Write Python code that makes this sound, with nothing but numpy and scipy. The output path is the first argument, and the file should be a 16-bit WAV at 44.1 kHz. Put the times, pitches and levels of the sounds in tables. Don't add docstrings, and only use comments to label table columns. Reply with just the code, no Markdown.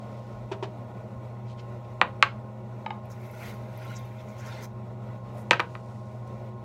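import sys
import numpy as np
from scipy import signal
from scipy.fft import rfft, irfft
from scipy.io import wavfile
from scipy.ndimage import uniform_filter1d, minimum_filter1d

SR = 44100
rng = np.random.default_rng(int(sys.argv[2]) if len(sys.argv) > 2 else 0)


def store_wav(level_fs):
    pcm = np.round(np.clip(np.atleast_2d(level_fs), -1, 1) * 32767)
    wavfile.write(sys.argv[1], SR, pcm.T.astype(np.int16))


N = 292824
RING_T = np.arange(SR // 4) / SR
TOUCH_S, LIFT_S = 3.08, 4.665

# frequency in Hz, relative level in dB.
CRACK = [(100, -52), (600, -5.5), (1100, -6.5), (1700, 0), (2400, 6.5), (3900, -5), (5200, -14.5),
         (8000, -15), (10500, -29), (16000, -34)]
# frequency in Hz, relative level in dB.
SLIP_HISS = [(2000, -26), (4500, 2), (6300, 0), (8500, -3.5), (10500, -1), (12300, 2), (14000, -4),
             (16000, 5.5)]


def amp(db):
    return 10 ** (np.asarray(db) / 20)


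def unit(x):
    return x / np.sqrt(np.mean(abs(x) ** 2) + 1e-20)


def read(points, hz):
    f, value = np.transpose(points)
    return np.interp(np.log(hz + 1), np.log(f + 1), value)


def add(mix, s, sound):
    part = mix[max(round(s * SR), 0):][:len(sound)]
    part += sound[:len(part)]


def colour(x, spectrum):
    return irfft(rfft(x) * amp(read(spectrum, np.fft.rfftfreq(len(x), 1 / SR))), len(x))


def band(x, hz, octaves):
    away = np.log2((np.fft.rfftfreq(len(x), 1 / SR) + 1) / hz) / octaves
    return unit(irfft(rfft(x) * np.exp(-away ** 2), len(x)))


def causal(gain):
    return np.fft.ifft(np.exp(np.conj(signal.hilbert(np.log(gain))))).real


def bumps(x, peaks, size=8192):
    hz = abs(np.fft.fftfreq(size, 1 / SR))
    gain = amp(sum(db * np.exp(-((hz - centre) / width) ** 2) for centre, width, db in peaks))
    return signal.fftconvolve(x, causal(gain)[:size // 2])[:len(x)]


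def drift(rate):
    frames = N // 64 + 2
    spectrum = np.fft.fft(rng.standard_normal(frames) + 1j * rng.standard_normal(frames))
    wander = np.fft.ifft(spectrum / (1 + (np.fft.fftfreq(frames, 64 / SR) / rate) ** 2))
    return unit(np.interp(np.arange(N), np.linspace(0, N, frames), wander))


def grains(per_s, spread_db):
    size = amp(spread_db * np.minimum(rng.exponential(1, N), 4))
    return unit(size * rng.choice([-1, 1], N) * (rng.random(N) < per_s / SR))


def patchy(x, depth_db):
    spectra = signal.stft(x, nperseg=512, noverlap=384)[2]
    patches = uniform_filter1d(rng.standard_normal(spectra.shape), size=4, axis=0)
    patches = unit(uniform_filter1d(patches, size=9, axis=1))
    return unit(signal.istft(spectra * amp(depth_db * patches), nperseg=512, noverlap=384)[1][:N])


def swell(s, half):
    return np.exp(-((np.arange(N) / SR - s) / half) ** 2)


def rubs(rows, octaves):
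    return sum(amp(db) * swell(s, half) * band(grains(per_s=1300, spread_db=1.0), hz, octaves)
               for s, half, db, hz in rows)


def crack(cut_hz, lag, size=4096):
    hz = abs(np.fft.fftfreq(size, 1 / SR))
    pulse = causal(amp(read(CRACK, hz)) / np.sqrt(1 + (hz / cut_hz) ** 4))
    turns = 2 * lag * np.sqrt(1000 * np.fft.rfftfreq(size, 1 / SR))
    pulse = irfft(rfft(pulse) * np.exp(-2j * np.pi * turns), size)
    return pulse / abs(pulse).max()


def mode(hz, db, t60, rise):
    envelope = np.exp(-np.log(1000) * RING_T / t60) * (1 - np.exp(-RING_T / rise))
    return amp(db) * envelope * np.sin(2 * np.pi * hz * RING_T)


def ring(modes, pitch, cycles):
    return sum((-1) ** k * mode(hz * pitch, db, t60, cycles / hz)
               for k, (hz, db, t60) in enumerate(modes))


def snap(hz, decay_s):
    fizz = band(rng.standard_normal(len(RING_T)), hz, octaves=0.42)
    return fizz * np.exp(-RING_T / decay_s) * (1 - np.exp(-RING_T / 0.00024))


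def studio(x, tail_db, build_s):
    # frequency in Hz, t60 in seconds.
    decay = [(150, 0.6), (500, 0.18), (1000, 0.19), (2500, 0.19), (5000, 0.232), (12000, 0.12)]
    # frequency in Hz, relative level in dB.
    tail_colour = [(150, 8.5), (600, 6), (1500, 1), (3500, -3), (8000, -6.5), (14000, 4.5)]
    # delay in seconds, gain.
    echoes = [(.0016, 0.085), (.0038, 0.13), (.0049, 0.0076), (.0074, -.14), (.0098, 0.06)]
    size = SR // 2
    hz, t, spectra = signal.stft(rng.standard_normal(size), SR, nperseg=256)
    fade = np.exp(-np.log(1000) * t / read(decay, hz)[:, None])
    spectra = spectra * amp(read(tail_colour, hz))[:, None] * fade
    onset = 1 - np.exp(-(np.arange(size) / SR / build_s) ** 2)
    tail = signal.istft(spectra, SR, nperseg=256)[1][:size] * onset
    response = amp(tail_db) * tail / np.linalg.norm(tail)
    response[0] += 1
    for delay, gain in echoes:
        response[round(delay * SR)] += gain
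    return signal.fftconvolve(x, response)[:N]


def wheel():
    # frequency in Hz, relative level in dB.
    whirr_colour = [(20, -34.5), (42, -35.5), (52, -4), (110, -5.5), (230, 2), (290, -4), (560, 0.5),
                    (780, -2.5), (1080, -6.5), (1600, -17), (2500, -23), (4500, -31), (7500, -37),
                    (10500, -43), (15500, -43)]
    # centre in Hz, half width in Hz, gain in dB.
    housing = [(385, 18, -2.5), (603, 38, 3.5), (791, 21.8, -6), (904, 34, -11.5), (1150, 34, -14),
               (1460, 30, 10.5), (1600, 150, -7.5), (1990, 41, 5), (2300, 120, 2), (3090, 140, -4.5),
               (3850, 14, 7.5), (4770, 270, -3.5)]
    # frequency in Hz, rms level in dB, waver from 0 to 1.
    motor_lines = [(53.8, -64, 0.6), (90.7, -57, 1), (104.9, -53.5, 0.4), (120, -40.5, 0.23),
                   (187, -56, .5), (201.1, -57, 0.9), (211.6, -51, 0.39), (228.6, -63.5, 0.64),
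                   (367.3, -56.5, 0.8), (529, -58.5, 0.5), (629, -56.5, 1), (815.6, -58.5, 0.08),
                   (939, -60, 0), (1065, -57.5, 0.5)]
    t = np.arange(N) / SR
    whirr = patchy(bumps(colour(rng.standard_normal(N), whirr_colour), housing), depth_db=1.5)
    out = amp(-48) * whirr * amp(2.0 * drift(rate=5.5).real)
    for hz, db, waver in motor_lines:
        swing = unit(1 - waver + waver * drift(rate=7.1))
        out += amp(db) * np.sqrt(2) * (swing * np.exp(2j * np.pi * hz * t)).real
    return out


def whine(start_s=0.62, length_s=0.53, db=-49.5, from_hz=440, towards_hz=101.7, sink_s=0.25):
    age = np.clip(np.arange(N) / SR - start_s, 0, length_s)
    hz = towards_hz + (from_hz - towards_hz) * np.exp(-age / sink_s)
    level = amp(db) * np.sin(np.pi * age / length_s) ** 2
    swing = unit(1 + 0.5 * drift(rate=20))
    return level * np.sqrt(2) * (swing * np.exp(2j * np.pi * np.cumsum(hz) / SR)).real


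def seat():
    # middle in seconds, half length in seconds, level in dB, centre in Hz.
    shifts = [(.4, 0.12, -53, 52.6), (1.18, 0.039, -48, 72.4), (5.3, 0.14, -60, 52.3)]
    return rubs(shifts, octaves=0.41)


def cloth():
    # middle in seconds, half length in seconds, level in dB, centre in Hz.
    rustles = [(.17, 0.36, -69.5, 3460), (1.505, 0.034, -61.5, 3200), (1.595, 0.015, -54, 2730),
               (1.85, 0.006, -63, 2390), (5.39, 0.04, -63, 9060), (5.85, 0.44, -70.5, 4800),
               (6.277, 0.0063, -64, 5470)]
    return rubs(rustles, octaves=1.06)


def towel():
    # time in seconds, level in dB, length of the scuff in seconds.
    knocks = [(0.516, -30, 0.017), (.626, -29.5, 0.018)]
    # base frequency in Hz, level in dB, t60 in seconds.
    hollow_modes = [(391, 11, 0.07), (463, -10, 0.041), (649, 0.5, 0.095), (937, 1, 0.094),
                    (1040, -9, 0.033)]
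    # frequency in Hz, relative level in dB.
    scuff_colour = [(150, -20), (400, 4), (1000, 9.5), (1700, -0.5), (3000, -0.5), (5000, -11), (8000, -22),
                    (11000, -37), (16000, -50)]
    out = np.zeros(N)
    for s, db, length in knocks:
        scuff = unit(colour(grains(per_s=1900, spread_db=2.0)[:len(RING_T)], scuff_colour))
        push = RING_T / length * 2 * np.exp(1 - 2 * RING_T / length)
        bump = ring(hollow_modes, pitch=0.99, cycles=2.1)
        add(out, s - 0.002, amp(db) * (bump + amp(-6.0) * scuff * push))
    return out


def bench_clacks():
    # start in seconds, level in dB, the tool's pitch factor, crack offset in dB,
    # crack cut-off in Hz (higher is harder), thud offset in dB.
    blows = [(2.0137, -12.5, 0.97, -1.5, 3150, -8), (2.2254, -10, 1.086, -1, 6400, -17),
             (5.5091, -15.5, 1.01, 8.5, 6650, 1), (5.5306, -18.5, 1.26, -14, 4500, -20),
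             (5.5946, -20.5, 1.17, -20, 4020, -4), (5.601, -22.5, 1.02, -0.5, 5070, -7.5),
             (5.7515, -36.5, 0.99, -6, 2560, -17)]
    # base frequency in Hz, level in dB, t60 in seconds.
    tool_modes = [(780, -5.5, 0.029), (1031, 2, 0.03), (1245, 2.5, 0.026), (1460, 2.5, 0.022),
                  (1840, 0.5, 0.0037), (2010, -1, 0.022), (2593, -4.5, 0.0149), (2620, -9, 0.024),
                  (3570, -16, 0.032), (3940, -19, 0.024), (4760, -19, 0.0203)]
    bench_modes = [(170, -8, 0.032), (370, -3.5, 0.023), (531, -1, 0.045), (606, -7, 0.051),
                   (740, -4.5, 0.041), (1006, 6.5, 0.04)]
    out = np.zeros(N)
    for s, db, pitch, crack_db, cut_hz, thud_db in blows:
        add(out, s, amp(db + crack_db + 10.5) * crack(cut_hz, lag=0.001679))
        add(out, s + 0.0006, amp(db + 0.5) * ring(tool_modes, pitch, cycles=0.8))
        add(out, s + 0.0008, amp(db + thud_db) * ring(bench_modes, pitch=0.94, cycles=0.22))
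        if s > LIFT_S:
            add(out, s, amp(db - 33) * snap(hz=11100, decay_s=0.004))
    return out


def head_taps():
    # start in seconds, level in dB, pitch factor.
    taps = [(2.8622, -24.5, 1.01), (2.9054, -25.5, .985)]
    # base frequency in Hz, level in dB, t60 in seconds, rise in seconds.
    head_modes = [(850, 12.5, 0.026, 0.0058), (893, -1, 0.038, 0.0076), (1230, -4.5, 0.053, 0.0035),
                  (1690, -6.5, 0.019, 0.00045), (2220, -3, 0.015, 0.00016), (2930, -9.5, 0.024, 0.00067),
                  (3770, -18, 0.035, 0.00055), (5070, -23, 0.016, .0005)]
    out = np.zeros(N)
    for s, db, pitch in taps:
        add(out, s, amp(db) * sum(mode(hz * pitch, *rest) for hz, *rest in head_modes))
        add(out, s, amp(db - 6) * crack(cut_hz=3300, lag=0.000965))
    return out


def pops(hz=12400, decay_s=0.0032, small_per_s=8):
    # start in seconds, level in dB.
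    clear_pops = [(3.056, -60), (3.312, -49.5), (3.775, -49), (3.849, -55), (3.99, -50), (4.054, -57)]
    out = np.zeros(N)
    for s, db in clear_pops:
        add(out, s, amp(db) * snap(hz, decay_s))
    t = np.arange(N) / SR
    touching = (t > TOUCH_S) & (t < LIFT_S)
    small = rng.exponential(1, N) * (rng.random(N) < small_per_s / SR) * touching
    return out + amp(-63.5) * signal.fftconvolve(small, snap(hz, decay_s))[:N]


def squelches():
    # middle in seconds, level in dB, half length in seconds, hiss over squelch in dB.
    spurts = [(3.116, -57, 0.016, 1), (3.965, -51.5, 0.016, -16), (4.293, -65, .025, -1),
              (4.4, -58, 0.018, 0), (4.472, -59, 0.021, 3), (4.638, -55, .021, 5.5)]
    squelch = patchy(band(grains(per_s=2500, spread_db=4.0), hz=6060, octaves=0.36), depth_db=3.0)
    hiss = unit(colour(grains(per_s=4000, spread_db=7.0), SLIP_HISS))
    return sum(amp(db) * swell(s, half) * (squelch + amp(wet_db) * hiss)
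               for s, db, half, wet_db in spurts)


def pressure():
    # peak in seconds, level in dB, rise in seconds, fall in seconds,
    # hiss offset in dB (wetness), rasp offset in dB (the blade's bite).
    strokes = [(3.24, -63, 0.046, 0.044, 4, 7), (3.475, -51.5, 0.11, 0.058, 4, 4),
               (3.885, -53, 0.13, 0.16, -5, -0.5), (4.205, -58.5, 0.032, 0.034, -12, 0),
               (4.5, -50, 0.1, 0.23, -11, -3)]
    t = np.arange(N) / SR
    power = amp([[-68], [-66], [-62]]) ** 2
    for s, db, rise, fall, wet_db, bite_db in strokes:
        lean = np.exp(-np.maximum((s - t) / rise, (t - s) / fall) ** 1.3)
        power = power + (lean * amp([[db], [db + wet_db], [db + bite_db]])) ** 2
    contact = np.clip((t - TOUCH_S) / 0.021, 0, 1) * np.clip((LIFT_S - t) / 0.012, 0, 1)
    return np.sqrt(power) * contact


def scrape():
    # frequency in Hz, relative level in dB.
    drag_colour = [(400, -3), (1000, 16.5), (1500, 3), (2300, 6.5), (3400, 6.5), (4500, 1.5), (6300, -3.5),
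                   (9000, -11.5), (16000, -30)]
    # centre in Hz, half width in Hz, gain in dB.
    body = [(1440, 180, 12), (1700, 180, 2.5), (4000, 160, 2), (5000, 160, -1), (6170, 250, 6)]
    drag_level, hiss_level, rasp_level = pressure()
    catch = amp(drift(rate=140).real)
    rasp = patchy(band(grains(per_s=2500, spread_db=2.5), hz=2146, octaves=0.33), depth_db=3.0)
    grit = colour(grains(per_s=5900, spread_db=1.0), drag_colour)
    drag = patchy(bumps(grit, body), depth_db=4.5)
    hiss = patchy(colour(grains(per_s=4400, spread_db=3.5), SLIP_HISS), depth_db=1.5)
    return catch * (amp(-3.5) * rasp * rasp_level
                    + amp(2.5) * drag * drag_level
                    + amp(-2.0) * hiss * hiss_level)


def scene():
    at_wheel = head_taps() + scrape() + squelches() + pops() + cloth()
    at_bench = bench_clacks() + towel()
    work = studio(at_wheel, tail_db=-7.5, build_s=0.00057)
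    work += studio(at_bench, tail_db=-10.0, build_s=0.00067)
    return (work + wheel() + whine() + seat())[None]


def record(dry):
    # centre in Hz, half width in Hz, gain in dB.
    treble_dips = [(8450, 300, -1.5), (10430, 490, -3), (11640, 670, -0.5), (15600, 1500, -6.5)]
    ceiling, edge_hz = 0.96, 15900
    heard = bumps(dry[0], treble_dips)
    gain = ceiling / np.maximum(abs(heard), ceiling)
    limited = heard * uniform_filter1d(minimum_filter1d(gain, size=91), size=89)
    low_pass = signal.firwin(401, edge_hz, window=("kaiser", 8), fs=SR)
    return signal.oaconvolve(limited, low_pass, "same")[None]


dry = scene()
out = record(dry)
store_wav(out)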